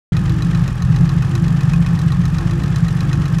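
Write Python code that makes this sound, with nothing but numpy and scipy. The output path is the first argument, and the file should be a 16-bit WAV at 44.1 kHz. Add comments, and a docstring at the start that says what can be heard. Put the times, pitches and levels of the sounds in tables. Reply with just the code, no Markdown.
"""After a moment of silence a six-cylinder petrol engine idles near 930 rpm, close over the open engine bay.
It sags deeply before 1 s and lightly near 2.2 s, recovers each time, runs fastest near 3 s and slows at the end.
Exhaust multiples throb in the bass, uneven pushes ring the bay, and panels hum at pitches of their own.
Noise bursts and ringing modes make the valve ticks, in a pattern that repeats every two crank turns, led by one
loose tappet; cam lobes rub with short, gritty chirps over the coloured noise of belts, fan and intake."""
import sys
import numpy as np
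from scipy import signal
from scipy.fft import rfft, irfft
from scipy.io import wavfile
from scipy.ndimage import uniform_filter1d

SR = 44100
rng = np.random.default_rng(int(sys.argv[2]) if len(sys.argv) > 2 else 0)


def log_audio(samples):
    """Write samples as a 16-bit WAV file to the path given in sys.argv[1]."""
    # one column per channel
    frames = np.atleast_2d(samples).T
    # limit to full scale, then quantise
    limited = np.clip(frames, -1, 1)
    pcm = np.round(limited * 32767).astype(np.int16)
    wavfile.write(sys.argv[1], SR, pcm)


N = 149940
T = np.arange(N) / SR  # time, s

IDLE_RPM = 930  # nominal speed
THROB_AT = 0.587  # place of the strongest exhaust pulse in the cycle (0-1)
TICK_SAME = 0.31  # share of a tick's power that is the same on every blow

# swell of the bass and of the lower panel tones: start_s, level_db
BASS_LEVEL = [(0.15, 2.5), (0.45, -0.5), (0.68, 2), (0.76, -3.5), (0.84, 4.5), (1.1, 1), (1.3, 0.5),
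              (1.5, 3), (1.6, 0.5), (1.72, 2.5), (2.0, 0), (2.25, 0.5), (2.45, 0.5), (2.7, 0.5),
              (2.9, -0.5), (3.2, 2), (3.3, -3.5), (3.38, 0.5)]


def undb(db):
    """Turns decibels into an amplitude factor."""
    return 10 ** (np.asarray(db) / 20)


def unit(x):
    """Scales a signal to rms 1."""
    return x / np.sqrt(np.mean(x ** 2))


def curve(points):
    """Joins (s, value) points by straight lines."""
    return np.interp(T, *np.array(points).T)


def walk(rate):
    """Random levels held about 1 / rate s and slewed twice; spread near 1."""
    hold = int(SR / rate)
    steps = np.repeat(rng.standard_normal(N // hold + 1), hold)
    slewed = uniform_filter1d(uniform_filter1d(steps, hold), hold)
    return 1.6 * slewed[:N]


def noise(points, tilt_db=0):
    """Noise of rms 1 with a colour of (Hz, dB) points, tilted per octave."""
    hz, db = np.array(points, float).T
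    octave = np.log2(np.fft.rfftfreq(N, 1 / SR) + 1)  # + 1 Hz keeps the log finite
    gain = undb(np.interp(octave, np.log2(hz), db + tilt_db * np.log2(hz)))
    return unit(irfft(rfft(rng.standard_normal(N)) * gain, N))


def resonate(x, hz, width):
    """A steep resonance: one band-pass applied twice."""
    b, a = signal.iirpeak(hz, hz / width, fs=SR)
    return signal.lfilter(b, a, signal.lfilter(b, a, x))


def pulses(times, sizes):
    """One impulse per time."""
    out = np.zeros(N)
    inside = (times > 0) & (times < T[-1])
    np.add.at(out, (times[inside] * SR).astype(int), sizes[inside])
    return out


def passes(cycle, place):
    """The times at which the engine reaches one place in its cycle."""
    return np.interp(np.arange(-1, 28) + place, cycle, T)


def whirr(cycle, rpm):
    """Belts, fan and intake rush as coloured noise, pulsing slightly with the firings and following the speed."""
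    # colour of the rush: pitch_hz, relative level_db
    rush_colour = [(200, -0.5), (400, 2.5), (500, 2), (660, -3), (810, 4.5), (960, -1), (1100, 3),
                   (1190, 4), (1270, 6), (1430, -2), (1620, 1), (1900, -6), (2050, -7), (2350, -9),
                   (2500, -5.5), (2750, -9), (3000, -9.5), (3800, -14), (5200, -16), (6800, -20),
                   (7250, -18), (7900, -24), (10600, -30), (11300, -26.5), (12000, -31), (13000, -40),
                   (15500, -41)]
    firing = np.cos(2 * np.pi * 6 * cycle)  # six firings a cycle
    speed_db = 0.014 * (rpm - IDLE_RPM)
    level_db = -35.5 + 0.5 * firing + speed_db + 0.8 * walk(70)
    return undb(level_db) * noise(rush_colour)


def panels():
    """Bonnet and panels ring at their own pitches whatever the speed; the upper ones swell and fade together."""
    # narrow ringing before the swell: pitch_hz, level_db (rms)
    panel_tones = [(121, -27.5), (168, -24.5), (260, -47), (285, -42.5), (336, -41.5)]
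    # swell of the upper tones: start_s, level_db
    upper_swell = [(0.15, 2), (0.36, 6), (0.6, 0.5), (0.78, -13), (0.95, 3.5), (1.12, 2.5), (1.25, -5.5),
                   (1.47, 3.5), (1.7, -4), (1.87, -3.5), (2.0, 2.5), (2.2, -3), (2.4, 2), (2.64, 5.5),
                   (2.8, -6), (2.97, 1), (3.15, 5), (3.3, -2.5)]
    wander_hz, waver_db = 4, 2.4
    out = 0
    for hz, db in panel_tones:
        swell_db = curve(upper_swell if hz > 200 else BASS_LEVEL)
        turns = np.cumsum(hz + wander_hz * walk(44.93)) / SR + rng.random()
        level = undb(db + swell_db + waver_db * walk(25.09))
        out = out + np.sqrt(2) * level * np.sin(2 * np.pi * turns)
    return out


def boom(cycle):
    """Uneven firings and turbulent gas excite the resonances of the bay."""
    # air and panel resonances of the bay: pitch_hz, width_hz, relative level_db
    bay_modes = [(40.4, 12.3, -8), (63.2, 23.6, -3), (120, 24.3, 2), (143.6, 13, -14), (176.4, 25, -2),
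                 (194.8, 9.6, -5.5), (228, 20, -17.5), (257.4, 15, -22), (291, 60, -29), (349, 43, -28)]
    boom_db, turbulence = -21.5, 0.7  # turbulence is its rms beside firings of rms 1
    times = np.concatenate([passes(cycle, THROB_AT + k / 6 - 1) for k in range(6)])
    firings = unit(pulses(times, rng.standard_normal(len(times))))
    push = firings + turbulence * rng.standard_normal(N)
    ringing = sum(undb(db) * resonate(push, hz, width) for hz, width, db in bay_modes)
    return undb(boom_db) * unit(ringing)


def cavity_db(hz):
    """How far the cavities lift a tone of this pitch."""
    # broad cavity resonances: pitch_hz, width_hz, lift_db
    cavities = [(123, 26, 5), (167.5, 22, 12)]
    return sum(db / (1 + (2 * (hz - centre) / width) ** 2) for centre, width, db in cavities)


def throb(cycle, rpm):
    """The steady part of the exhaust pulses: cycle-rate multiples that swell as they glide through the cavities."""
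    # exhaust tones at idle speed, before the bass swell: multiple of the cycle rate, level_db (rms)
    exhaust_tones = [(6, -30.5), (8, -36.5), (12, -28), (14, -39), (15, -33.5), (16, -34), (18, -21),
                     (20, -41.5), (21, -22), (22, -29), (23, -38), (24, -39.5), (25, -45.5), (36, -58.5)]
    waver_db = 1.4
    out = 0
    for multiple, db in exhaust_tones:
        # a cycle is two crank turns, so its rate in Hz is rpm / 120
        lift_db = cavity_db(multiple * rpm / 120) - cavity_db(multiple * IDLE_RPM / 120)
        level = undb(db + lift_db + waver_db * walk(5.94))
        out = out + level * np.cos(2 * np.pi * multiple * (cycle - THROB_AT))
    return np.sqrt(2) * out


def cam(cycle):
    """Six times a cycle a lobe wipes its rocker with a brief, gritty chirp."""
    # cam lobe rubs: place in the cycle (0-1), pitch_hz, level_db before scatter
    lobe_rubs = [(.015, 1813, -38), (.2, 1785, -38), (.36, 1690, -39), (.555, 1803, -38.5),
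                 (.71, 1698, -40.5), (0.894, 1846, -35.5)]
    rub_s, grit_share = 0.0027, 0.31  # width (sigma) of a wipe; grit beside a tone of rms 1
    window = signal.windows.gaussian(SR // 20 + 1, rub_s * SR)
    out = 0
    for place, hz, db in lobe_rubs:
        times = passes(cycle, place)
        wipes = pulses(times, undb(1.0 * rng.standard_normal(len(times))))  # 1 dB of scatter
        swell = signal.fftconvolve(wipes, window, "same")
        pitch = hz * (1 + 0.015 * walk(60))
        tone = np.sqrt(2) * np.sin(2 * np.pi * np.cumsum(pitch) / SR)
        grit = unit(resonate(rng.standard_normal(N), hz, 420))
        out = out + undb(db) * swell * unit(tone + grit_share * grit)
    return out


def blows(cycle, rpm, place):
    """One valve's blows: a little uneven, and harder when the engine runs faster."""
    scatter_db, jitter_s, db_per_rpm = 1.5, 0.0002, 0.0109
    times = passes(cycle, place)
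    late, hard = rng.standard_normal((len(times), 2)).T
    speed_db = db_per_rpm * (np.interp(times, T, rpm) - IDLE_RPM)
    return pulses(times + jitter_s * late, undb(scatter_db * hard + speed_db))


def strike(hits, colour, envelope):
    """Blows that fade along an envelope: partly the part's own dense ring, partly fresh rattle."""
    ring = signal.fftconvolve(hits, envelope * colour[:len(envelope)])[:N]
    rattle = signal.fftconvolve(hits, envelope)[:N] * colour
    return np.sqrt(TICK_SAME) * ring + np.sqrt(1 - TICK_SAME) * rattle


def valves(cycle, rpm):
    """The lighter valves each give a short, bright tick: noise of their own colour with a fast rise and fade."""
    # valve ticks: place in the cycle (0-1), level_db before scatter, decay_ms, tilt in dB per octave
    valve_ticks = [(0.028, -35.5, 5, -4.5), (0.184, -36, 6.1, 2.5), (.215, -56, 2.6, -8),
                   (.325, -41.5, 3.9, -1), (0.354, -37.5, 3.5, 3.5), (.517, -48.5, 2.9, 2),
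                   (.54, -41.5, 3.8, 11.5), (.63, -38.5, 7.6, -4), (0.684, -35.5, 6.1, 1),
                   (0.717, -33, 6.4, -5), (.853, -38, 3, -2), (.88, -37.5, 2.8, 1)]
    # shared colour of the ticks: pitch_hz, relative level_db
    tick_colour = [(500, -26), (1500, -1), (2600, 2.5), (3300, 3), (4300, -2.5), (5600, -1), (7200, -5.5),
                   (7900, -8), (8700, -6.5), (11500, -17), (13000, -21), (15500, -27)]
    rise_s = 0.00086
    age = T[:SR // 20]
    out = 0
    for place, db, decay_ms, tilt_db in valve_ticks:
        envelope = np.exp(-1000 * age / decay_ms) * (1 - np.exp(-age / rise_s))
        hits = blows(cycle, rpm, place)
        out = out + undb(db) * strike(hits, noise(tick_colour, tilt_db), envelope)
    return out


def tappet(cycle, rpm):
    """The loose tappet cracks once a cycle, spills into the bay and rings the decaying modes of the cam cover."""
    # colour of the crack: pitch_hz, relative level_db
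    crack_colour = [(500, -5), (1200, -2), (2100, -8.5), (3200, 1), (4000, 2.5), (5000, -2.5), (6300, 2),
                    (7900, -7), (11000, -10), (13000, -14), (15500, -36)]
    # modes of the cam cover: pitch_hz, t60_s, level_db before waver
    cover_modes = [(766, 0.031, -43), (1091, 0.23, -37), (1270, 0.083, -36), (1460, 0.038, -35.5),
                   (2516, 0.058, -34), (2534, 0.055, -45), (3963, 0.023, -39), (3997, 0.031, -33),
                   (5360, .03, -44), (6330, 0.023, -44), (7180, 0.037, -50)]
    crack_db, crack_s, spill_db, spill_s = -36.5, 0.0018, -38.5, 0.0087  # levels and decay times
    hits = blows(cycle, rpm, 0)
    age = T[:SR // 10]
    crack = undb(crack_db) * np.exp(-age / crack_s)
    spill = undb(spill_db) * np.exp(-age / spill_s)
    out = strike(hits, noise(crack_colour), crack + spill)
    for hz, t60, db in cover_modes:
        pole = np.exp((2j * np.pi * hz - np.log(1000) / t60) / SR)
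        turned_hits = hits * np.exp(2j * np.pi * walk(8))  # a wandering phase for the blows
        ringing = signal.lfilter([1], [1, -pole], turned_hits).imag
        out = out + undb(db + 2.7 * walk(7.6)) * ringing
    return out


def scene():
    """One crank speed drives exhaust, valve gear and whirr; the panels keep their own pitches."""
    # crank speed: start_s, speed_rpm
    crank_speed = [(0.12, 929), (0.4, 951), (0.6, 949), (0.72, 845), (0.82, 801), (0.98, 920), (1.28, 922),
                   (1.45, 945), (1.7, 942), (2.02, 933), (2.2, 892), (2.44, 952), (2.8, 972), (3.08, 975),
                   (3.4, 913)]
    first_tick_s = 0.168  # first loud tick of the tappet
    nearing_db_per_s = 0.25  # the valve gear grows slightly as the microphone edges closer
    rpm = curve(crank_speed)
    cycle = np.cumsum(rpm) / (2 * 60 * SR)  # one cycle is two crank turns
    cycle = cycle - np.interp(first_tick_s, T, cycle)
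    background = whirr(cycle, rpm) + panels()
    bass = (boom(cycle) + throb(cycle, rpm)) * undb(curve(BASS_LEVEL))
    gear = cam(cycle) + valves(cycle, rpm) + tappet(cycle, rpm)
    gear = gear * undb(nearing_db_per_s * (T - T.mean()))
    return (background + bass + gear)[None]


def record(dry):
    """The microphone opens after a moment of silence; the deepest bass and the top are cut."""
    start_s, fade_s, low_hz, top_hz = 0.12, 0.002, 32, 15750
    low_cut = signal.butter(12, low_hz, "high", fs=SR, output="sos")
    top_cut = signal.ellip(10, 0.2, 80, top_hz, fs=SR, output="sos")
    x = signal.sosfilt(low_cut, dry)
    x = x * np.clip((T - start_s) / fade_s, 0, 1)
    return signal.sosfilt(top_cut, x)


dry = scene()
out = record(dry)
log_audio(out)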